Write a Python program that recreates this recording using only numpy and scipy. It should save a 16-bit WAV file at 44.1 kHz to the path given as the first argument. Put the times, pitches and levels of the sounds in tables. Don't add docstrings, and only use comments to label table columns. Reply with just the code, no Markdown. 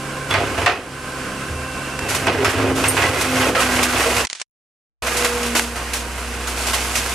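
import sys
import numpy as np
from scipy import signal
from scipy.fft import rfft, irfft
from scipy.io import wavfile
from scipy.ndimage import uniform_filter1d

SR = 44100
rng = np.random.default_rng(int(sys.argv[2]) if len(sys.argv) > 2 else 0)


def generate_wav(sig):
    pcm = np.round(np.clip(np.atleast_2d(sig).T, -1, 1) * 32767).astype(np.int16)
    wavfile.write(sys.argv[1], SR, pcm)


N = 314874
T = np.arange(N) / SR
BIN_HZ = np.fft.rfftfreq(N, 1 / SR)


def amp(db):
    return 10 ** (np.asarray(db) / 20)


def unit(x):
    return x / np.sqrt(np.mean(x ** 2) + 1e-20)


def curve(points):
    return np.interp(T, *np.transpose(points))


def response(spectrum):
    hz, db = np.transpose(spectrum)
    return amp(np.interp(np.log(BIN_HZ + 1), np.log(hz), db))


def colour(x, spectrum):
    return irfft(rfft(x) * unit(response(spectrum)), N)


def add(mix, s, sound):
    part = mix[..., round(s * SR):][..., :sound.shape[-1]]
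    part += sound[..., :part.shape[-1]]


def white_noise():
    return rng.standard_normal((2, N))


def drift(hz):
    return unit(irfft(rfft(rng.standard_normal(N)) * np.exp(-(BIN_HZ / hz) ** 2), N))


def decay(t, t60):
    return np.exp(-np.log(1000) * t / max(t60, .003))


def swell(t, attack_s, t60):
    return (1 - np.exp(-t / attack_s)) * decay(t, t60)


def held(s, length, attack_s, t60):
    t = np.maximum(T - s, 0)
    return (1 - np.exp(-t / attack_s)) * decay(np.maximum(t - length, 0), t60)


def bursts(rows):
    envelope = np.zeros(N)
    for s, db, t60 in rows:
        add(envelope, s, amp(db) * decay(T[:8192], t60))
    return envelope


# (frequency [Hz], relative density [dB])
HISS_SPECTRUM = [(2500, -21.5), (4000, -3.5), (5000, -2), (6500, -5), (8400, -1), (11000, -4.5),
                 (13000, -15.5), (15500, -29)]


def hiss():
    return amp(-42.5) * colour(white_noise(), HISS_SPECTRUM)


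# (time [s], level [dB], t60 [s])
CLICKS = [(4.25, -15.5, 0.026), (4.27, -20.5, 0.02), (4.3, -22, 0.021), (4.31, -32, .02),
          (4.33, -17, 0.015), (4.35, -33, 0.08), (4.399, -26, 0.025), (4.407, -33.5, 0.029),
          (4.415, -18.5, 0.027)]
# (frequency [Hz], relative density [dB])
BUTTON_SPECTRUM = [(200, -16), (1000, -1), (2500, 3.5), (7000, 2.5), (10000, -7.5), (11000, -30.5),
                   (12000, -55)]
PAUSE_S, SILENT_S, RESUME_S = 4.25, 4.43, 5.022


def button():
    corners_s = [CLICKS[1][0] + .016, CLICKS[2][0], SILENT_S - .01, SILENT_S]
    envelope = bursts(CLICKS) + amp(-44.5) * np.interp(T, corners_s, [0, 1, 1, 0])
    return colour(envelope * white_noise(), BUTTON_SPECTRUM)


def fragment(low_hz, high_hz, decay_cycles, ring):
    t = T[:4096]
    hz = np.geomspace(low_hz, high_hz, 200)[rng.integers(0, 200, (3, 1))]
    modes = (np.sqrt(hz) * np.sin(2 * np.pi * hz * t) * np.exp(-hz * t / decay_cycles)).sum(0)
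    tick, scatter = rng.standard_normal((2, len(t)))
    return unit(unit(tick * decay(t, .0044)) + ring * unit(modes) + 2 * unit(scatter * decay(t, .12)))


def clatter(low_hz, high_hz, per_s, spread_db, decay_cycles, ring, kinds=40):
    out = np.zeros((2, N))
    for _ in range(kinds):
        lands = rng.random(N) < per_s / kinds / SR
        sizes_db = spread_db * np.minimum(rng.exponential(1, lands.sum()), 4)
        impulses = np.zeros(N)
        impulses[lands] = amp(sizes_db) * rng.choice([-1, 1], lands.sum())
        piece = np.array([fragment(low_hz, high_hz, decay_cycles, ring) for _ in range(2)])
        out += signal.oaconvolve(impulses[None], piece, axes=1)[:, :N]
    return unit(out)


def texture(x, spectrum, span_s):
    x = colour(x, spectrum)
    return x / np.sqrt(uniform_filter1d(x ** 2, int(span_s * SR) + 1, axis=-1) + 1e-6)


# (time [s], duration [s], ground [dB], masonry [dB], timber [dB], grit [dB])
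SLIDES = [(0.28, 0.48, -31.5, -32.5, -30.5, -40), (2, 0.34, -35, -31.5, -31.5, -40),
          (2.265, 0.44, -28.5, -26, -26, -38.5), (2.749, 0.35, -29.5, -25.5, -26, -28.5),
          (3.123, 0.37, -32.5, -28, -23, -28), (3.55, 0.43, -35, -28, -21.5, -26),
          (3.98, 0.23, -36.5, -28, -21.5, -25), (5.002, 0.29, -55.5, -32.5, -26, -28.5),
          (5.29, 0.35, -48, -42, -28.5, -31.5), (5.64, 0.92, -50, -46.5, -35.5, -38.5),
          (6.558, .58, -43, -36.5, -28.5, -28)]
# (time [s], timber level [dB], grit level [dB], t60 [s])
BREAKS = [(.307, -17, -34, .2), (.339, -12, -40, 0.37), (.578, -22, -35, 0.33), (.614, -23.5, -41, .3),
          (.661, -1, -25, 0.3), (2.086, -24.5, -23, 0.57), (2.147, -24, -20, .19), (2.269, -10.5, -40, 0.3),
          (2.446, -9, -19.5, 0.24), (2.49, -22, -24.5, 0.31), (2.838, -14.5, -24, .3),
          (2.967, -14.5, -36, 0.7), (3.021, -16, -44, .26), (3.038, -14, -34, 0.2), (3.209, -29, -20, 0.14),
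          (3.411, -18.5, -35.5, 0.44), (3.549, -16.5, -40, 0.54), (3.602, -14, -20, .3),
          (3.785, -19.5, -38.5, 0.7), (3.829, -16, -10, .14), (3.996, -19, -27, 0.31),
          (4.06, -24.5, -26.5, 0.46), (4.165, -17.5, -19.5, 0.13), (5.065, -18.5, -23, 0.137),
          (5.167, -27, -21.5, 0.37), (5.245, -14, -16, 0.18), (5.429, -27, -25.5, .2),
          (5.461, -33, -24, .1), (5.55, -15.5, -18, 0.2), (5.563, -20, -14.5, 0.31),
          (5.756, -29.5, -34, 0.89), (5.933, -24.5, -19.5, 0.28), (6.471, -28.5, -27, 0.56),
          (6.667, -21.5, -21.5, 0.3), (6.733, -21, -19.5, 0.28), (6.953, -24.5, -18.5, 0.28)]
# (time [s], ground level [dB], masonry level [dB])
THUDS = [(.36, -21.5, -36), (.404, -31, -21.5), (.578, -22, -27), (.67, -25.5, -12), (1.49, -27.5, -33.5),
         (2.269, -35, -12), (2.638, -26, -16.5), (2.7, -32.5, -19), (3.04, -20, -29), (3.459, -30, -15.5),
         (3.789, -39, -22), (4.059, -30, -17), (5.54, -44, -19)]


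def debris_flow():
    power = np.zeros((4, N))
    for s, length, *levels_db in SLIDES:
        power += (amp(levels_db)[:, None] * held(s, length, attack_s=.01, t60=.25)) ** 2
    power *= amp(1.15 * drift(7.6)) ** 2
    t = T[:SR]
    for s, timber_db, grit_db, t60 in BREAKS:
        add(power[1], s, (amp(timber_db - 15.5) * swell(t, .024, 2.47 * t60)) ** 2)
        add(power[2], s, (amp(timber_db) * swell(t, .0016, t60)) ** 2)
        add(power[3], s, (amp(grit_db) * swell(t, .0015, t60)) ** 2)
    for s, ground_db, masonry_db in THUDS:
        add(power[:2], s, (amp([[ground_db], [masonry_db]]) * swell(t, .0059, t60=.32)) ** 2)
    return np.sqrt(power)


# (frequency [Hz], relative density [dB])
GROUND_SPECTRUM = [(35, -29.5), (65, -2.5), (85, 3.5), (105, 15), (130, -15), (200, -34), (500, -73.5)]
MASONRY_SPECTRUM = [(80, -33.5), (190, -9.5), (290, -2.5), (420, 1.5), (650, -4), (900, -7.5),
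                    (2000, -48.5)]
TIMBER_SPECTRUM = [(250, -36.5), (550, -0.5), (720, -4), (1000, -3), (1400, 0.5), (2000, -2.5), (2700, -3),
                   (3500, -9), (5000, -13), (9000, -29.5), (15000, -62.5)]
GRIT_SPECTRUM = [(800, -20), (2500, 3), (4000, -3), (6000, -0.5), (9000, -2), (11500, -4.5), (13500, -13.5),
                 (15500, -21)]


def rubble():
    ground, masonry, timber, grit = debris_flow()
    out = ground * texture(white_noise(), GROUND_SPECTRUM, span_s=.15)
    bricks = clatter(251.2, 800.5, per_s=500, spread_db=3, decay_cycles=6.6, ring=.34)
    out += masonry * texture(bricks, MASONRY_SPECTRUM, span_s=.076)
    splinters = clatter(652.9, 3499, per_s=900, spread_db=3, decay_cycles=24, ring=1)
    out += timber * texture(splinters, TIMBER_SPECTRUM, span_s=.0453)
    grains = clatter(3500, 13000, per_s=1400, spread_db=.5, decay_cycles=31, ring=.89)
    return out + grit * texture(grains, GRIT_SPECTRUM, span_s=.14)


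def beam_ring(low_hz, high_hz, t60):
    t = T[:SR // 2]
    place, mid_phase, side_phase = rng.random((3, 3, 1))
    hz = low_hz * (high_hz / low_hz) ** place
    cycles = hz * t + np.array([mid_phase, side_phase])
    return np.sin(2 * np.pi * cycles).sum(1) * swell(t, .0033, t60)


# (time [s], level [dB], t60 [s])
LATH_SNAPS = [(1.991, -17, .025), (3.83, -13, .025), (5.224, -11.5, 0.013), (5.595, -4, 0.015),
              (7.062, -15.5, .014)]
# (frequency [Hz], relative density [dB])
SNAP_SPECTRUM = [(400, -24), (1000, 9), (2300, 2), (4000, -6), (8000, -6.5), (12000, -17), (15500, -36.5)]


def timber_cracks():
    beam_snaps = [(s, db - 5, .04) for s, db, _, _ in BREAKS]
    out = colour((bursts(LATH_SNAPS) + bursts(beam_snaps)) * white_noise(), SNAP_SPECTRUM)
    for s, db, _, _ in BREAKS:
        add(out, s, amp(db - 14) * beam_ring(600, 3200, t60=.15))
    return out


def struck_mode(hz, t60, rattle_rad, rattle_hz):
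    t = T[:SR]
    phase = rng.uniform(0, 2 * np.pi, (2, 1)) + rattle_rad * drift(rattle_hz)[:SR]
    return np.sin(2 * np.pi * hz * t + phase) * swell(t, 2 / hz, t60)


# (time [s], frequency [Hz], level [dB], t60 [s])
KNOCKS = [(.306, 3410, -20.5, 0.3), (.365, 395, -24, 1), (0.364, 100.5, -25.5, 0.94),
          (.405, 700, -15.5, 0.18), (.579, 691, -17.5, 0.15), (.662, 717, -2.5, 0.28),
          (0.661, 1840, -6.5, 0.22), (1.49, 77.15, -18, .6), (2.268, 716, -27, .2),
          (2.384, 399.3, -13, 0.65), (2.63, 372, -18, 0.5), (2.63, 97, -20, .5), (2.446, 5170, -21, 0.22),
          (2.844, 2720, -17, 0.16), (3.036, 2000, -15, .2), (3.551, 548, -16.5, .3),
          (3.569, 1295, -16.5, 0.17), (4.06, 642, -18.5, 0.26), (4.06, 478, -19.5, 0.55)]


def knocks():
    out = np.zeros((2, N))
    for s, hz, db, t60 in KNOCKS:
        add(out, s, amp(db) * struck_mode(hz, t60, rattle_rad=.42, rattle_hz=1.5 * np.sqrt(hz)))
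    return out


# (frequency [Hz], level [dB], t60 [s])
STEEL_MODES = [(8270, -7, .05), (9000, -8.5, 0.15), (9400, -17, 0.16), (8830, -6, 0.048), (11800, -27, .15),
               (12680, -20.5, 0.16), (14800, -23, .06)]
# (frequency [Hz], relative density [dB])
SCRAPE_SPECTRUM = [(6500, -30.5), (8200, -5), (9000, -7), (10500, 8.5), (13000, -7.5), (15500, -20)]


def steel_ping(s):
    out = np.zeros((2, N))
    onset = 1 - np.exp(-T[:SR] / .003)
    for hz, db, t60 in STEEL_MODES:
        add(out, s, amp(db) * struck_mode(hz, t60, rattle_rad=1.2, rattle_hz=260) * onset)
    return out + colour(bursts([(s, -17, .13)]) * white_noise(), SCRAPE_SPECTRUM)


def valve_whistle():
    envelope = amp(-37.5) * held(1.25, length=.84, attack_s=.37, t60=.4)
    hz = 2692 + 13 * drift(45)
    return envelope * np.sin(2 * np.pi * np.cumsum(hz) / SR) * (1 + .5 * drift(35))


# (time [s], duration [s], fundamental level [dB], octave level [dB])
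GROANS = [(.28, 0.41, -36, -52), (2.1, 0.52, -31.5, -48), (2.314, 0.79, -25.5, -44),
          (3.04, 0.14, -31, -27.5), (3.208, .36, -24, -34), (3.47, 0.19, -38.5, -27.5),
          (3.57, .44, -24.5, -36), (3.979, 0.34, -34.5, -36), (5.045, .5, -35.5, -25.5),
          (5.32, .45, -28.5, -37)]
# (harmonic number, level [dB])
PUMP_HARMONICS = [(3, -48), (4, -45.5), (5, -56)]


def pump_whine(phase):
    power = np.ones((2, N)) * amp([[-41.5], [-42.5]]) ** 2
    for s, length, db, octave_db in GROANS:
        arch = np.sin(np.pi * np.clip((T - s) / length, 0, 1))
        power += (amp([[db], [octave_db]]) * arch) ** 2
    fundamental, octave = np.sqrt(power)
    whine = (fundamental * np.sin(phase) + octave * np.sin(2 * phase)) * (1 + .13 * drift(16))
    for harmonic, db in PUMP_HARMONICS:
        whine += amp(db) * np.sin(harmonic * phase + .15 * drift(3.9)) * (1 + .4 * drift(3.6))
    return whine


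def load_db(load, light, full):
    return light + (full - light) * load ** 1.4


# (frequency [Hz], relative density [dB])
ROAR_SPECTRUM = [(25, -18), (45, -7), (90, -10), (180, -8), (280, -7), (480, -7.5), (900, -13), (1500, -7),
                 (1850, -14.5), (2800, -14), (3700, -22.5), (8500, -25), (12000, -37.5), (15500, -52.5)]
# (frequency [Hz], half-width [Hz], relative level [dB])
HOUSING_MODES = [(508, 7.5, -10), (690, 24, -9.5), (1052, 31, -1.5), (1553, 47, -2), (2300, 37, -14.5)]


def diesel_roar(firing_phase, load):
    combustion = white_noise() * (1 + .062 * np.cos(firing_phase)) * amp(1.2 * drift(11))
    roar = amp(load_db(load, light=-30, full=-33.5)) * colour(combustion, ROAR_SPECTRUM)
    resonances = sum(amp(db) / np.sqrt(width) / (1 + ((BIN_HZ - hz) / width) ** 2)
                     for hz, width, db in HOUSING_MODES)
    housing_db = load_db(load, light=-35.5, full=-42.5) + 1.12 * drift(8.8)
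    housing = unit(irfft(rfft(white_noise()) * resonances, N))
    return roar + amp(housing_db) * housing


# (time [s], level [dB])
FIRING_LEVEL = [(0, -58), (.35, -36), (1.2, -46.5), (2.3, -38.5), (2.9, -34), (3.2, -41), (3.7, -33.5),
                (5.1, -34.5), (6.7, -30), (7.14, -31.5)]
# (multiple of the firing rate, level relative to the octave [dB])
ENGINE_ORDERS = [(1.501, -11), (2.5, -20.5), (3, -9), (4.5, -9), (5.75, -10.5)]


def diesel_tones(phase, load):
    octave_db = load_db(load, light=-37.5, full=-52.5)
    tones = amp(curve(FIRING_LEVEL)) * np.sin(phase)
    tones += amp(octave_db) * np.sin(2 * phase) * (1 + .36 * drift(8.1))
    for multiple, db in ENGINE_ORDERS:
        order = np.sin(multiple * phase + .5 * drift(10))
        tones += amp(octave_db + db) * order * (1 + .82 * drift(5.4))
    return tones


# (time [s], pump frequency [Hz])
PUMP_PITCH = [(0, 262.6), (.5, 263.8), (.9, 256.2), (2, 258.4), (2.6, 265.2), (3.1, 260.4), (3.5, 253.9),
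              (4.05, 244.1), (5.1, 243.5), (5.6, 237.2), (7.14, 239.7)]
LIGHT_LOAD_HZ, FULL_LOAD_HZ, PUMP_CYCLES_PER_FIRING = 260.5, 237.3, 3.78


def excavator():
    pump_hz = curve(PUMP_PITCH)
    load = np.clip((LIGHT_LOAD_HZ - pump_hz) / (LIGHT_LOAD_HZ - FULL_LOAD_HZ), 0, 1)
    pump_phase = 2 * np.pi * np.cumsum(pump_hz * (1 + .0021 * drift(19))) / SR
    firing_phase = pump_phase / PUMP_CYCLES_PER_FIRING
    tones = diesel_tones(firing_phase, load) + pump_whine(pump_phase)
    out = diesel_roar(firing_phase, load)
    out[0] += np.sqrt(2) * (tones + valve_whistle())
    return out


# (frequency [Hz], relative side gain [dB])
WIDTH = [(60, -22.5), (110, -16.5), (200, -17.5), (380, -17.5), (700, -14.5), (1290, -14.5), (2380, -8),
         (4400, -6.5), (8120, -5.5), (15000, -2.5)]
# (frequency [Hz], left minus right [dB])
BALANCE = [(60, -0.2), (200, -0.5), (700, -2), (1300, -2), (2400, -5), (4400, -1), (8000, -1.2),
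           (15000, -1.5)]
# (frequency [Hz], lead of the left channel [rad])
PHASE_LEAD = [(40, 0.13), (65, 0.31), (130, .1), (400, .05), (1500, 0)]


def scene():
    gate = np.where(T < RESUME_S, decay(np.maximum(T - PAUSE_S, 0), t60=.034), 1)
    site = excavator() + hiss() + rubble() + timber_cracks() + knocks() + steel_ping(s=2.882)
    mid, side = rfft(site * gate + button())
    side *= response(WIDTH) * amp(1)
    lead = np.interp(BIN_HZ, *np.transpose(PHASE_LEAD))
    lean = np.sqrt(response(BALANCE)) * np.exp(.5j * lead)
    return irfft(np.array([(mid + side) * lean, (mid - side) / lean]), N)


THRESHOLD_DB, PEAK_FALL_DB_PER_S, CUTOFF_HZ = -15, 34, 15650


def record(dry):
    power_db = 10 * np.log10(abs(uniform_filter1d((dry ** 2).mean(0), 400)) + 1e-12)
    fall_db = T * PEAK_FALL_DB_PER_S
    peak_db = np.maximum.accumulate(power_db + fall_db) - fall_db
    excess_db = np.maximum(peak_db - THRESHOLD_DB, 0)
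    ducked = np.clip(dry / amp(.74 * uniform_filter1d(excess_db, 300)), -1, 1)
    low_pass = signal.firwin(511, CUTOFF_HZ, window=("kaiser", 9), fs=SR)
    return signal.oaconvolve(ducked, low_pass[None], "same")


dry = scene()
out = record(dry)
generate_wav(out)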